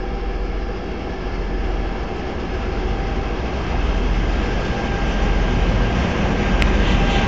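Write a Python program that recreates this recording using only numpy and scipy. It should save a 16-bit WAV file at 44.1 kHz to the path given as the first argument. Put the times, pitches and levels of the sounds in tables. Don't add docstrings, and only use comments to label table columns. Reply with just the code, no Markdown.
import sys
import numpy as np
from scipy import signal
from scipy.fft import rfft, irfft
from scipy.io import wavfile
from scipy.ndimage import uniform_filter1d

SR = 44100
rng = np.random.default_rng(int(sys.argv[2]) if len(sys.argv) > 2 else 0)


def log_audio(samples):
    frames = np.atleast_2d(samples).T
    limited = np.clip(frames, -1, 1)
    pcm = np.round(limited * 32767).astype(np.int16)
    wavfile.write(sys.argv[1], SR, pcm)


def amplitude_ratio(level_db):
    exponent = np.asarray(level_db, float) / 20
    return 10 ** exponent


N = 320607
TIME = np.arange(N) / SR

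FIRING = 6
SPEED_M_S, ABEAM_S, ABEAM_M = 7.53, 8.67, 26.27


def evened(x):
    return x / np.sqrt(np.mean(x ** 2) + 1e-20)


def spectrum(points, hz):
    f, db = np.transpose(points)
    return np.interp(np.log(hz + 1), np.log(f + 1), db)


def drift(top_hz, t=TIME, low_hz=0.2025):
    coarse = np.linspace(0, N / SR, num=800)
    f = np.geomspace(low_hz, top_hz, num=16)[:, None]
    sines = np.sin(2 * np.pi * (f * coarse + rng.random(f.shape)))
    wave = (sines / np.sqrt(f)).sum(0)
    return np.interp(t, coarse, evened(wave))


def resonate(x, hz, width):
    b, a = signal.iirpeak(hz, hz / width, SR)
    return signal.lfilter(b, a, signal.lfilter(b, a, x))


def ringing(force, modes):
    return sum(amplitude_ratio(db) * evened(resonate(force, hz, width)) for hz, width, db in modes)


def swell(s, length):
    out = np.zeros(N)
    near = slice(max(round((s - 2 * length) * SR), 0), round((s + 2 * length) * SR))
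    out[near] = np.exp(-2 * ((TIME[near] - s) / length * 2) ** 2)
    return out


def nearness(t=TIME):
    return np.clip((t - .5) / 7.34, 0, 1.1) ** 0.88


def between(pair, t=TIME):
    far, near = pair
    return far + (near - far) * nearness(t)


def spreading_db():
    along_m = SPEED_M_S * (ABEAM_S - TIME)
    return -10 * np.log10(1 + (along_m / ABEAM_M) ** 2)


def glimpse_db():
    # t/s, gain/dB, length/s
    gaps = [(0.203, 14.5, .6), (3.796, 9.5, 0.34), (4.845, 7.5, 0.75), (6.497, 6.5, 0.39), (7.162, 9, .6)]
    return sum(db * swell(s, length) for s, db, length in gaps)


def clearing_db():
    return 2.5 * swell(4.7, 1.7)


def girders():
    # t/s at loudest, level/dB, length/s
    axles = [(1.314, -43.5, 1), (2.705, -36, 1.6), (4.098, -30.5, 1.7), (5.412, -28, 0.45),
             (5.9, -21, 0.71), (6.654, -27.5, 0.45), (6.996, -27, .3)]
    # f/Hz, width/Hz, level/dB
    girder_modes = [(55.6, 20, -1), (61.8, 6.3, -1), (74.5, 16, -8), (109.3, 30, -4.5), (163.7, 4.5, -10.5),
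                    (207, 64, -20.5)]
    load = amplitude_ratio(-42)
    load = load + sum(amplitude_ratio(db) * swell(s, length) for s, db, length in axles)
    force = load * rng.standard_normal(N)
    steady = np.sqrt(np.mean(force ** 2))
    return steady * evened(ringing(force, girder_modes))


def wheels():
    # t/s at loudest, level/dB, length/s, brightness/(dB per kHz)
    scrapes = [
        (6.894, -29, 0.21, -1.5),
        (7.08, -43, 0.054, -2),
        (7.156, -28, 0.24, 1),
        (7.24, -40, 0.11, 3),
    ]
    # f/Hz, width/Hz, level/dB
    wheel_modes = [(2004, 46, -2), (2370, 45, -3.5), (2576, 38, -7), (2775, 40, 0), (3010, 38, -4),
                   (3150, 47, -1.5), (3440, 140, -6.5), (4240, 38, -12), (3070, 1570, 5),
                   (5650, 2200, -9.5)]
    # t/s, peak/dB, f/Hz, t60/s
    knocks = [(4.552, -22, 1150, .02)]
    out = np.zeros(N + SR)
    for s, db, length, tilt_db in scrapes:
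        t = np.arange(-.25, .25, 1 / SR)
        rub = rng.standard_normal(len(t))
        ring = ringing(rub, [(hz, width, d + tilt_db * hz / 1000) for hz, width, d in wheel_modes])
        at = round((s - .25) * SR)
        out[at:at + len(t)] += amplitude_ratio(db) * evened(ring) * np.exp(-2 * (t / length * 2) ** 2)
    for s, db, hz, t60 in knocks:
        t = np.arange(2000) / SR
        at = round(s * SR)
        onset = 1 - np.exp(-t / .0015)
        out[at:at + len(t)] += amplitude_ratio(db - 60 * t / t60) * np.sin(2 * np.pi * hz * t) * onset
    return out[:N]


def tick():
    # t/s, peak/dB
    snaps = [(6.6226, -2)]
    # f/Hz, level/dB, t60/s
    shell_modes = [(800, -12, .006), (1400, -8, .005), (4000, -9, .005), (4900, -8, .005),
                   (7300, -11, .004)]
    start_hz, end_hz, glide_s, snap_s = 4300, 1700, .00045, .0014
    push_db, push_s, push_lead_s = -9, .0004, .0009
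    out, t = np.zeros(N), np.arange(400) / SR
    hz = end_hz + (start_hz - end_hz) * np.exp(-t / glide_s)
    buckle = np.sin(2 * np.pi * np.cumsum(hz) / SR)
    snap = buckle * np.sin(np.pi * np.minimum(t / snap_s, 1) ** .7)
    modes = sum(amplitude_ratio(db - 60 * t / t60) * np.sin(2 * np.pi * f * t) for f, db, t60 in shell_modes)
    snap += modes * (1 - np.exp(-(t / .0004) ** 2))
    for s, db in snaps:
        at = round(s * SR)
        out[at:at + len(t)] += amplitude_ratio(db) * snap / abs(snap).max()
        out += amplitude_ratio(push_db) * swell(s - push_lead_s + push_s / 2, push_s)
    return out


def valve(lead):
    # f/Hz, width/Hz, level/dB
    valve_modes = [(1870, 150, -1), (2496, 480, 3.5), (2930, 120, -5.5), (3630, 230, -3.5)]
    puffs = 1 + 0.21 * np.cos(4 * np.pi * lead) + 0.24 * drift(30, low_hz=2.4)
    air = puffs * rng.standard_normal(N)
    level_db = -38 + 2.6 * spreading_db() + .4 * glimpse_db()
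    return amplitude_ratio(level_db) * evened(ringing(air, valve_modes))


def roar():
    # f/Hz, level/dB per Hz
    far_colour = [(20, -28.5), (36, -26), (46, -24), (98, -16.5), (169, -27.5), (338, -17), (444, -20),
                  (500, -26), (528, -28.5), (805, -23), (867, -30.5), (2710, -38), (5040, -46.5),
                  (7500, -66.5)]
    # f/Hz, level/dB per Hz
    near_colour = [(20, -17), (36, -19.5), (46, -11), (93, -13.5), (177, -11.5), (338, -16), (747, -20),
                   (1390, -27), (1820, -27), (3070, -29.5), (4030, -41.5), (6000, -42.5), (7500, -54)]
    # f/Hz, width/Hz, level/dB
    hood_modes = [(144, 19, -3.5), (492, 29, 9.5), (500, 36, -1.5), (315, 32, 0.5), (418, 25, 4),
                  (655, 14, 4.5), (720, 18, 2.5), (756, 42, -0.5), (1344, 140, 7), (1490, 78, -4),
                  (1723, 34, 6.5), (3810, 500, -7.5), (4280, 290, -0.5), (4730, 250, -2), (5240, 680, 4)]
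    frames, hz = N // 1024 + 5, np.fft.rfftfreq(4096, 1 / SR)
    t = np.arange(frames) * 1024 / SR
    delay_ms = between((1.812, 1.933), t)
    strength = between((0.49, 0.11), t)
    bright = between((0.17, 1.19), t)

    real, imaginary, patches = rng.standard_normal((frames, 2049, 3)).T
    patches = uniform_filter1d(patches, size=30, axis=0)
    patches = evened(uniform_filter1d(patches, size=5, axis=1))
    hood = sum(db * np.exp(-2 * ((hz[:, None] - f * (1 - 0.014 * bright)) / width) ** 2)
               for f, width, db in hood_modes)
    db = np.outer(spectrum(far_colour, hz), 1 - bright) + np.outer(spectrum(near_colour, hz), bright)
    db += hood * (1 - 0.74 * bright) + 0.8 * patches

    mirror = np.interp(hz, [1130, 1570, 3400, 6500], [0.063, 1, 0.46, 0.3])
    echo = np.outer(mirror, np.clip(strength, 0, .9))
    echo = echo * np.exp(-2j * np.pi * np.outer(hz, delay_ms / 1000))
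    gain = amplitude_ratio(db) * abs(1 + echo)
    body = (hz > 250) & (hz < 1500)
    gain /= np.sqrt((gain[body] ** 2).sum(0))
    noise = signal.istft((real + 1j * imaginary) * gain, nperseg=4096, noverlap=3072)[1][:N]

    low = signal.sosfiltfilt(signal.butter(2, 3500, fs=SR, output="sos"), noise)
    noise = low + (noise - low) * amplitude_ratio(clearing_db() + 0.73 * drift(25, low_hz=6.5))
    band = signal.butter(4, [250, 1500], "band", fs=SR, output="sos")
    noise /= np.sqrt(np.mean(signal.sosfilt(band, noise) ** 2))
    return amplitude_ratio(-23.5 + spreading_db()) * noise


def cranks():
    # t/s, speed/(turns per s)
    crank_speed = [(0, 7.2), (3, 7.194), (4.9, 7.19), (5.9, 7.184), (6.4, 7.176), (7.3, 7.155)]
    beat_s, first_cancel_s = 1.28, .965
    t, speed = np.transpose(crank_speed)
    lead = np.cumsum(np.interp(TIME, t, speed)) / SR
    return lead, lead - ((TIME - first_cancel_s) / beat_s + .5) / FIRING


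def tone(turns, order, db, waver_db, wobble, t=TIME):
    free = order != FIRING
    phase = order * turns + free * (rng.random() + wobble * drift(3.1, t))
    return np.sqrt(2) * amplitude_ratio(db + waver_db * drift(3.6, t)) * np.cos(2 * np.pi * phase)


def whines(lead, rear):
    whine_rows = [
        (-55, -37.5, 0.1, 0.053, .05),
        (-59, -35, .35, 0.11, 0.12),
        (-43, -36.5, .2, 0.057, 0.033),
        (-42, -30.5, 0.4, 0.089, 0.037),
    ]
    clear_share = [1., 0.29, .8, .9]
    gear, fan = 111, 51.75
    screen = .5 + .5 * np.tanh((TIME - 3.5) / 0.31)
    clear = glimpse_db()
    parts = [(lead, gear, 0), (lead, 2 * gear, 0), (rear, gear, 1), (rear, fan, 1)]
    out = np.zeros(N)
    for (turns, order, behind), row, share in zip(parts, whine_rows, clear_share):
        far, near, throb, wobble, flutter = row
        db = between((far, near))
        db += behind * screen * -13
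        db += share * clear * (screen if behind else 1)
        db += (order > gear) * 1.1 * clearing_db()
        blurred = turns + flutter / order * drift(24, low_hz=5)
        pulse = 1 + throb * np.cos(4 * np.pi * turns)
        out += pulse * tone(blurred, order, db, waver_db=1.9, wobble=wobble)
    return out


def exhaust(turns, orders, levels, size=21):
    t = TIME[::size]
    firing_db = (-31, -23)
    low = sum(tone(turns[::size], order, between(pair, t), waver_db=1.73, wobble=0.051, t=t)
              for order, pair in zip([FIRING] + orders, [firing_db] + levels))
    return signal.resample_poly(low, size, 1)[:N]


def rear_exhaust(rear):
    rear_orders = [7, 8, 9, 10, 12, 16, 21, 23, 24, 25.875, 30, 41, 44, 46]
    # level far/dB, level near/dB
    rear_levels = [(-46, -47.5), (-56, -32.5), (-51.5, -29.5), (-49.5, -32.5), (-51.5, -33), (-62, -48),
                   (-56.5, -57), (-58.5, -60), (-54, -42), (-45, -55), (-44.5, -34), (-59, -51),
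                   (-50, -49.5), (-56, -56.5)]
    return exhaust(rear, rear_orders, rear_levels)


def lead_exhaust(lead):
    lead_orders = [4, 7, 8, 9, 11, 12, 16, 18, 24, 25, 25.875, 27, 28, 34, 35, 51.75, 68, 113.6]
    # level far/dB, level near/dB
    lead_levels = [(-40, -45), (-50, -41), (-38.5, -29.5), (-37, -34), (-50.5, -47.5), (-54.5, -39),
                   (-55, -33.5), (-52.5, -40), (-45.5, -31), (-54.5, -42), (-52, -37), (-64.5, -45),
                   (-53.5, -31.5), (-44.5, -36.5), (-52.5, -39.5), (-40, -41), (-47.5, -60.5),
                   (-53.5, -49.5)]
    return exhaust(lead, lead_orders, lead_levels)


def scene():
    lead, rear = cranks()
    background = girders() + wheels() + tick()
    engines = valve(lead) + roar() + whines(lead, rear) + rear_exhaust(rear) + lead_exhaust(lead)
    return (background + engines)[None]


def roll_off(x):
    return signal.sosfilt(signal.butter(12, 9170, fs=SR, output="sos"), x)


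def record(dry):
    camera_sr = 16000
    hz, t, z = signal.stft(dry[0], SR, nperseg=1024, noverlap=768)
    edge_hz = rng.choice([7310, 7375, 7440, 7500, 7560], len(t), p=[.12, .38, .37, .11, .02])
    edge = np.repeat(edge_hz, 12)[:len(t)]
    top = (abs(z[(hz > 7600) & (hz < 8000)]) ** 2).sum(0)
    edge[top > 9 * signal.medfilt(top, 31)] = camera_sr / 2

    loss = np.interp(hz[::2], [6300, 7400], [0, .08])[:, None]
    spared = rng.random((len(t) // 8 + 1, len(hz) // 2 + 1)).T > loss
    z = z * np.kron(spared, np.ones((2, 8)))[:len(hz), :len(t)]
    kept = signal.istft(z * (hz[:, None] < edge), SR, nperseg=1024, noverlap=768)[1][:N]

    mirror = rfft(kept * 2 * np.cos(2 * np.pi * camera_sr * TIME))
    f = np.fft.rfftfreq(N, 1 / SR)
    leak_db = np.interp(f, [7900, 8050, 8420, 8900, 9150, 9300], [-86, -2.0, -14.0, -30.5, -47.0, -89.5])
    mirror = irfft(mirror * amplitude_ratio(leak_db), N)
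    offset = -.0154
    return roll_off((kept + mirror + offset)[None])


dry = scene()
out = record(dry)
log_audio(out)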